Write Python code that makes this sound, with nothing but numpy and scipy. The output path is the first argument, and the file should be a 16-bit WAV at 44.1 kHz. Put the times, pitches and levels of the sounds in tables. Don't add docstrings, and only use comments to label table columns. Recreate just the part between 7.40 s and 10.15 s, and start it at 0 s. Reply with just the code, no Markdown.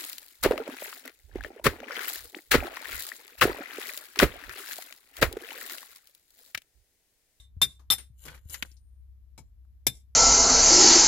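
import sys
import numpy as np
from scipy import signal
from scipy.fft import rfft, irfft
from scipy.io import wavfile

SR = 44100
rng = np.random.default_rng(int(sys.argv[2]) if len(sys.argv) > 2 else 0)


def bounce(signal):
    frames = np.transpose(np.atleast_2d(signal))
    limited = np.clip(frames, -1, 1)
    pcm = np.round(limited * 32767).astype(np.int16)
    wavfile.write(sys.argv[1], SR, pcm)


N = 121275
LEAD = SR // 4
TIME = np.arange(-LEAD, N) / SR

# frequency_hz, level_db
THUD_SPECTRUM = [(50, -26.5), (90, -6.5), (120, 5), (220, -8), (400, -14.5), (900, -30), (3000, -58.5)]
THUD_T60_S = 0.17


def hammer_blows():
    # start_s, ring_db, ring_rise_s, ring_hold_s, ring_t60_s,
    # twin_db, modes_db, crack_db, crumble_db, crumble_rise_s, crumble_hold_s, thud_db, stone_hz, stone_db
    blows = [(-.1, -14.5, 0.0011, 0.012, .1, -5, -22, -19, -24, 0.0064, 0.016, -40.5, 1100, -25),
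             (0.216, -16.5, .004, .018, 0.069, -9, -24, -21, -24.5, 0.0021, .016, -38, 1064, -23.5),
             (0.502, -15, 0.00047, 0.00091, .11, -23, -17.5, -25.5, -23.5, 0.008, 0.028, -44.5, 1245, -26.5),
             (2.467, -26.5, .002, 0.0016, 0.12, -15, -29, -17, -26.5, 0.0016, 0.0072, -39.5, 810, -31)]
    # pitch_hz, level_db
    chisel_modes = [(1593, -23), (2181, -24.5), (3403, -21), (4046, -10), (5150, -18), (6405, -21.5),
                    (7210, -22), (7400, -17), (8122, -19.5), (9089, -17), (9305, -16.5), (11085, -14.5),
                    (12738, -15), (13102, -19.5), (13905, -18.5)]
    # frequency_hz, level_db
    crack_spectrum = [(100, -14), (250, 7), (620, -3.5), (1000, -4.5), (1500, -7.5), (3000, -1.5),
                      (5500, 3), (8000, -0.5), (12000, 1.5), (14500, 4.5), (16000, -9)]
    # frequency_hz, level_db
    crumble_spectrum = [(150, -21.5), (600, -2.5), (1200, -7.5), (2200, 2), (4300, -8.5), (5100, 4.5),
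                        (6200, -8.5), (7300, -1.5), (9500, 1.5), (13000, 0.5), (14500, -4), (16000, -22.5)]
    chisel_hz, beat_hz = 3591, 105
    out = np.zeros((2, len(TIME)))
    for (start, ring_db, rise, hold, t60, twin_db, modes_db, crack_db,
         crumble_db, crumble_rise, crumble_hold, thud_db, stone_hz, stone_db) in blows:
        ring = mode(chisel_hz, ring_db, t60, hold, rise)
        ring += mode(chisel_hz + beat_hz, ring_db + twin_db, t60, hold)
        ring += sum(mode(hz, modes_db + db + rng.normal(0, 1.2), t60, hold) for hz, db in chisel_modes)
        tick = from_db(crack_db + 2.5) * noise(crack_spectrum) * envelope(rise=0.0015, hold=0, t60=0.0027)
        crack = from_db(crack_db) * noise(crack_spectrum, grain_db=2, ripple_db=5)
        crack *= envelope(rise=0.00047, hold=0.0044, t60=0.038)
        crumble = from_db(crumble_db) * noise(crumble_spectrum, grain_db=2.2, ripple_db=10.5)
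        crumble *= envelope(crumble_rise, crumble_hold, t60=0.083)
        thud = from_db(thud_db) * noise(THUD_SPECTRUM) * envelope(rise=0.015, hold=0.018, t60=THUD_T60_S)
        stone_ring = mode(stone_hz, stone_db, t60=0.024)
        add(out, start, ring + tick + crack + crumble + thud + stone_ring)
    return out


def knocks():
    # start_s, level_db, t60_s, resonance_hz, resonance_db, body_db
    contacts = [(0.394, -61, 0.16, 1000, 17.5, 6), (0.582, -45, 0.15, 2200, 8, 0.5),
                (0.852, -46, 0.13, 3000, -6.5, -2), (.881, -41.5, 0.072, 1800, 19, -2.5),
                (0.901, -54.5, 0.14, 1600, 1, -4), (.945, -51, 0.1, 1500, 14.5, 0),
                (0.976, -56.5, 0.05, 1800, 19, 5), (1.096, -47, .14, 8940, 17, 8.5),
                (1.142, -35, 0.074, 1815, 9.5, -26.5), (1.2243, -25, 0.027, 2130, 19.5, 4),
                (1.256, -57.5, 0.082, 2300, -14, -2.5), (1.315, -58.5, 0.043, 5500, 26, 22.5),
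                (1.367, -66.5, 0.1, 5200, 22, -4), (1.978, -51.5, 0.11, 850, 13, 4.5),
                (2.249, -77, 0.039, 1000, 23, 0)]
    # frequency_hz, level_db
    knock_spectrum = [(80, -13), (250, 12.5), (600, -2.5), (1500, -3), (4000, 1), (6500, 0.5), (8000, -4.5),
                      (12000, -2), (14500, -4), (16000, -15)]
    body_hz, width_octaves = 277, 0.59
    hz = np.geomspace(50, 16000, num=60)
    out = np.zeros((2, len(TIME)))
    for start, db, t60, resonance_hz, resonance_db, body_db in contacts:
        humps_db = sum(height_db * np.exp(-0.5 * (np.log2(hz / centre_hz) / width_octaves) ** 2)
                       for centre_hz, height_db in ((resonance_hz, resonance_db), (body_hz, body_db)))
        burst = noise(np.c_[hz, at_hz(knock_spectrum, hz) + humps_db], grain_db=1, ripple_db=4)
        add(out, start, from_db(db) * burst * envelope(rise=0.001, hold=0.0025, t60=t60))
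    return out


def chisel_set_down():
    # start_s, ring_db, thud_db
    touches = [(1.978, -55, -50), (1.988, -54.5, -54.5)]
    # pitch_hz, level_db, t60_s
    loose_modes = [(894, -1, .07), (2256, 0, .075), (4048, -6, .13), (5135, -1, .09), (6223, -8, .09),
                   (7208, -7, .1), (7680, -5, .06), (8390, -4, .06), (9028, -4, .07), (9760, -10, .09),
                   (12620, -17, .1)]
    out = np.zeros((2, len(TIME)))
    for start, ring_db, thud_db in touches:
        ring = sum(mode(hz, ring_db + db + rng.normal(0, 1), t60) for hz, db, t60 in loose_modes)
        thud = noise(THUD_SPECTRUM) * envelope(rise=0.0066, hold=0.0059, t60=THUD_T60_S)
        add(out, start, ring + from_db(thud_db) * thud)
    return out


def hammer_shimmer():
    # start_s, level_db, t60_s
    touches = [(0.581, -44, 0.17), (1.226, -68.5, 1)]
    # frequency_hz, level_db
    head_spectrum = [(7800, -44), (8700, -6.5), (9000, -4), (9300, 0), (9600, -10), (10500, -45)]
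    out = np.zeros((2, len(TIME)))
    for start, db, t60 in touches:
        shimmer = noise(head_spectrum, ripple_db=3) * envelope(rise=0.001896, hold=0, t60=t60)
        add(out, start, from_db(db) * shimmer)
    return out


def scrape():
    # time_s, level_db
    hiss_levels = [(.74, -89), (.82, -54.5), (.86, -51), (.92, -74), (.95, -60), (1.02, -80),
                   (1.085, -63.5), (1.105, -52), (1.14, -35), (1.16, -58), (1.185, -53.5), (1.215, -62),
                   (1.26, -64.5), (1.34, -70.5), (1.42, -96)]
    # time_s, level_db
    grind_levels = [(.76, -100), (.84, -60), (.885, -47.5), (.925, -54.5), (.96, -58), (1.02, -80),
                    (1.085, -81), (1.105, -58.5), (1.15, -59), (1.18, -61.5), (1.215, -70), (1.25, -56),
                    (1.33, -101.5)]
    # frequency_hz, level_db
    hiss_spectrum = [(800, -53.5), (2500, -10), (4500, -3), (5400, -5), (5850, -10), (6500, -2),
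                     (7700, -0.5), (9500, -3), (11000, 0.5), (12600, 4), (13500, -1.5), (14500, -1),
                     (16000, -13.5)]
    # frequency_hz, level_db
    grind_spectrum = [(70, 8), (150, 13.5), (300, -3.5), (800, -3), (1600, -2), (3000, 1.5), (5000, -21),
                      (12000, -32)]
    # centre_hz, width_hz, gain_db
    slab_peaks = [(526, 130, 9), (1180, 160, -2.5), (1500, 150, 1.5), (1820, 350, 4), (2280, 250, 2.5),
                  (3050, 250, -3.5)]
    hiss = noise(hiss_spectrum, len(TIME), grain_db=4.2, ripple_db=14)
    grind = noise(grind_spectrum, len(TIME), grain_db=4, ripple_db=13, peaks=slab_peaks)
    return gain_curve(hiss_levels) * hiss + gain_curve(grind_levels) * grind


def ground_bumps():
    # start_s, pitch_hz, level_db, t60_s
    bumps = [(0.167, 80, -32.5, .13), (0.699, 115, -47.5, 0.1), (1.056, 72, -36, .14),
             (1.097, 70, -40, .12)]
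    out = np.zeros((2, len(TIME)))
    for start, hz, db, t60 in bumps:
        add(out, start, mode(hz, db, t60, rise=0.004))
    return out


def rock_echo(work):
    # frequency_hz, level_db
    echo_spectrum = [(100, -3), (500, -5), (1500, -4), (4000, -0.5), (8000, 5.5), (14000, -7.5)]
    echo_db, rise_s, hold_s, fade_db_per_s2 = -30, 0.016, 0.065, 2200.5
    t = np.arange(SR // 2) / SR
    fade = np.minimum(t / rise_s, 1) * from_db(-fade_db_per_s2 * np.maximum(t - hold_s, 0) ** 2)
    response = noise(echo_spectrum, grain_db=3.5) * fade
    response /= np.sqrt(np.sum(response ** 2, axis=1, keepdims=True))
    mono = work.mean(axis=0, keepdims=True)
    return from_db(echo_db) * signal.fftconvolve(mono, response, axes=1)[:, :len(TIME)]


def distant_engine():
    # pitch_hz, level_db
    hum_tones = [(65.1, -53), (97.6, -68)]
    # frequency_hz, level_db
    rumble_spectrum = [(20, -25), (32, -14.5), (48, 7.5), (72, 0), (95, -14), (130, -21), (200, -23),
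                       (400, -37), (1000, -44.5), (4000, -48.5), (9000, -53.5), (13000, -44),
                       (16000, -51.5)]
    out = from_db(-59) * noise(rumble_spectrum, len(TIME))
    knots_s = np.linspace(TIME[0], TIME[-1], num=30)
    for hz, db in hum_tones:
        waver_db = 0.89 * np.interp(TIME, knots_s, rng.standard_normal(len(knots_s)))
        out += abs(microphone_pair(hz)) * from_db(db + waver_db) * np.sqrt(2) * np.sin(2 * np.pi * hz * TIME)
    return out


def microphone_pair(hz):
    # frequency_hz, level_db
    left_level = [(60, 3.5), (99, 6), (160, 4.5), (270, 3), (450, 2), (740, 3.5), (1220, 2), (2010, 2.5),
                  (3330, 4), (5500, 10.5), (9080, 10), (15000, 4.5)]
    # frequency_hz, lead_rad
    left_lead = [(0, 0), (2240, 0.27), (3270, 5.5), (6200, 10.5), (7410, 6), (9040, 0.5), (9990, 4),
                 (11000, 11.5), (14100, 11.5), (15300, 20.5)]
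    hz = np.atleast_1d(hz)
    left = from_db(at_hz(left_level, hz))
    turn = np.exp(0.5j * at_hz(left_lead, hz))
    return 2 * np.array([left * turn, 1 / turn]) / (1 + left)


def noise(spectrum, size=SR // 2, grain_db=0, ripple_db=0, peaks=()):
    # frequency_hz, side_to_mid_ratio
    width = [(40, 1.0), (110, .7), (250, .35), (2000, 0.75), (12000, 0.76)]
    grain_samples, ripple_hz = 24, 171.2
    hz = np.fft.rfftfreq(size, 1 / SR)
    grains = np.minimum(rng.exponential(1, size // grain_samples + 1), 5)
    grain_gain = from_db(grain_db * np.repeat(grains, grain_samples)[:size])
    mid, side = rfft(rng.standard_normal((2, size)) * grain_gain)
    ripple = np.interp(hz / ripple_hz, np.arange(400), rng.uniform(-1, 1, 400))
    colour_db = at_hz(spectrum, hz) + ripple_db * ripple * np.minimum(hz / (10 * ripple_hz), 1)
    colour_db += sum(db / (1 + (2 * (hz - centre_hz) / width_hz) ** 2) for centre_hz, width_hz, db in peaks)
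    channels = mid + at_hz(width, hz) * side * [[1], [-1]]
    x = irfft(channels * from_db(colour_db) * microphone_pair(hz), size)
    return x / x.mean(axis=0).std()


def mode(hz, db, t60, hold=0, rise=0.0003):
    shape = envelope(rise, hold, t60)
    phase = 2 * np.pi * hz * np.arange(len(shape)) / SR
    return from_db(db) * np.sqrt(2) * shape * np.imag(microphone_pair(hz) * np.exp(1j * phase))


def envelope(rise, hold, t60):
    t = np.arange(SR // 2) / SR
    return np.minimum(t / rise, 1) * from_db(-60 * np.maximum(t - hold, 0) / t60)


def gain_curve(points):
    return from_db(np.interp(TIME, *np.transpose(points), left=-np.inf, right=-np.inf))


def at_hz(points, hz):
    points_hz, values = np.transpose(points)
    return np.interp(np.log(hz + 0.0012), np.log(points_hz), values)


def from_db(db):
    return 10 ** (np.asarray(db) / 20)


def add(out, start_s, sound):
    start = max(int(start_s * SR) + LEAD, 0)
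    part = sound[:, :out.shape[1] - start]
    out[:, start:start + part.shape[1]] += part


def scene():
    work = hammer_blows() + knocks() + chisel_set_down() + hammer_shimmer() + scrape() + ground_bumps()
    return (work + rock_echo(work) + distant_engine())[:, LEAD:]


def record(dry):
    cutoff_hz = 14750
    lowpass = signal.ellip(10, 0.3, 80, cutoff_hz, fs=SR, output="sos")
    return signal.sosfilt(lowpass, 0.75 * np.tanh(dry / 0.85))


dry = scene()
out = record(dry)
bounce(out)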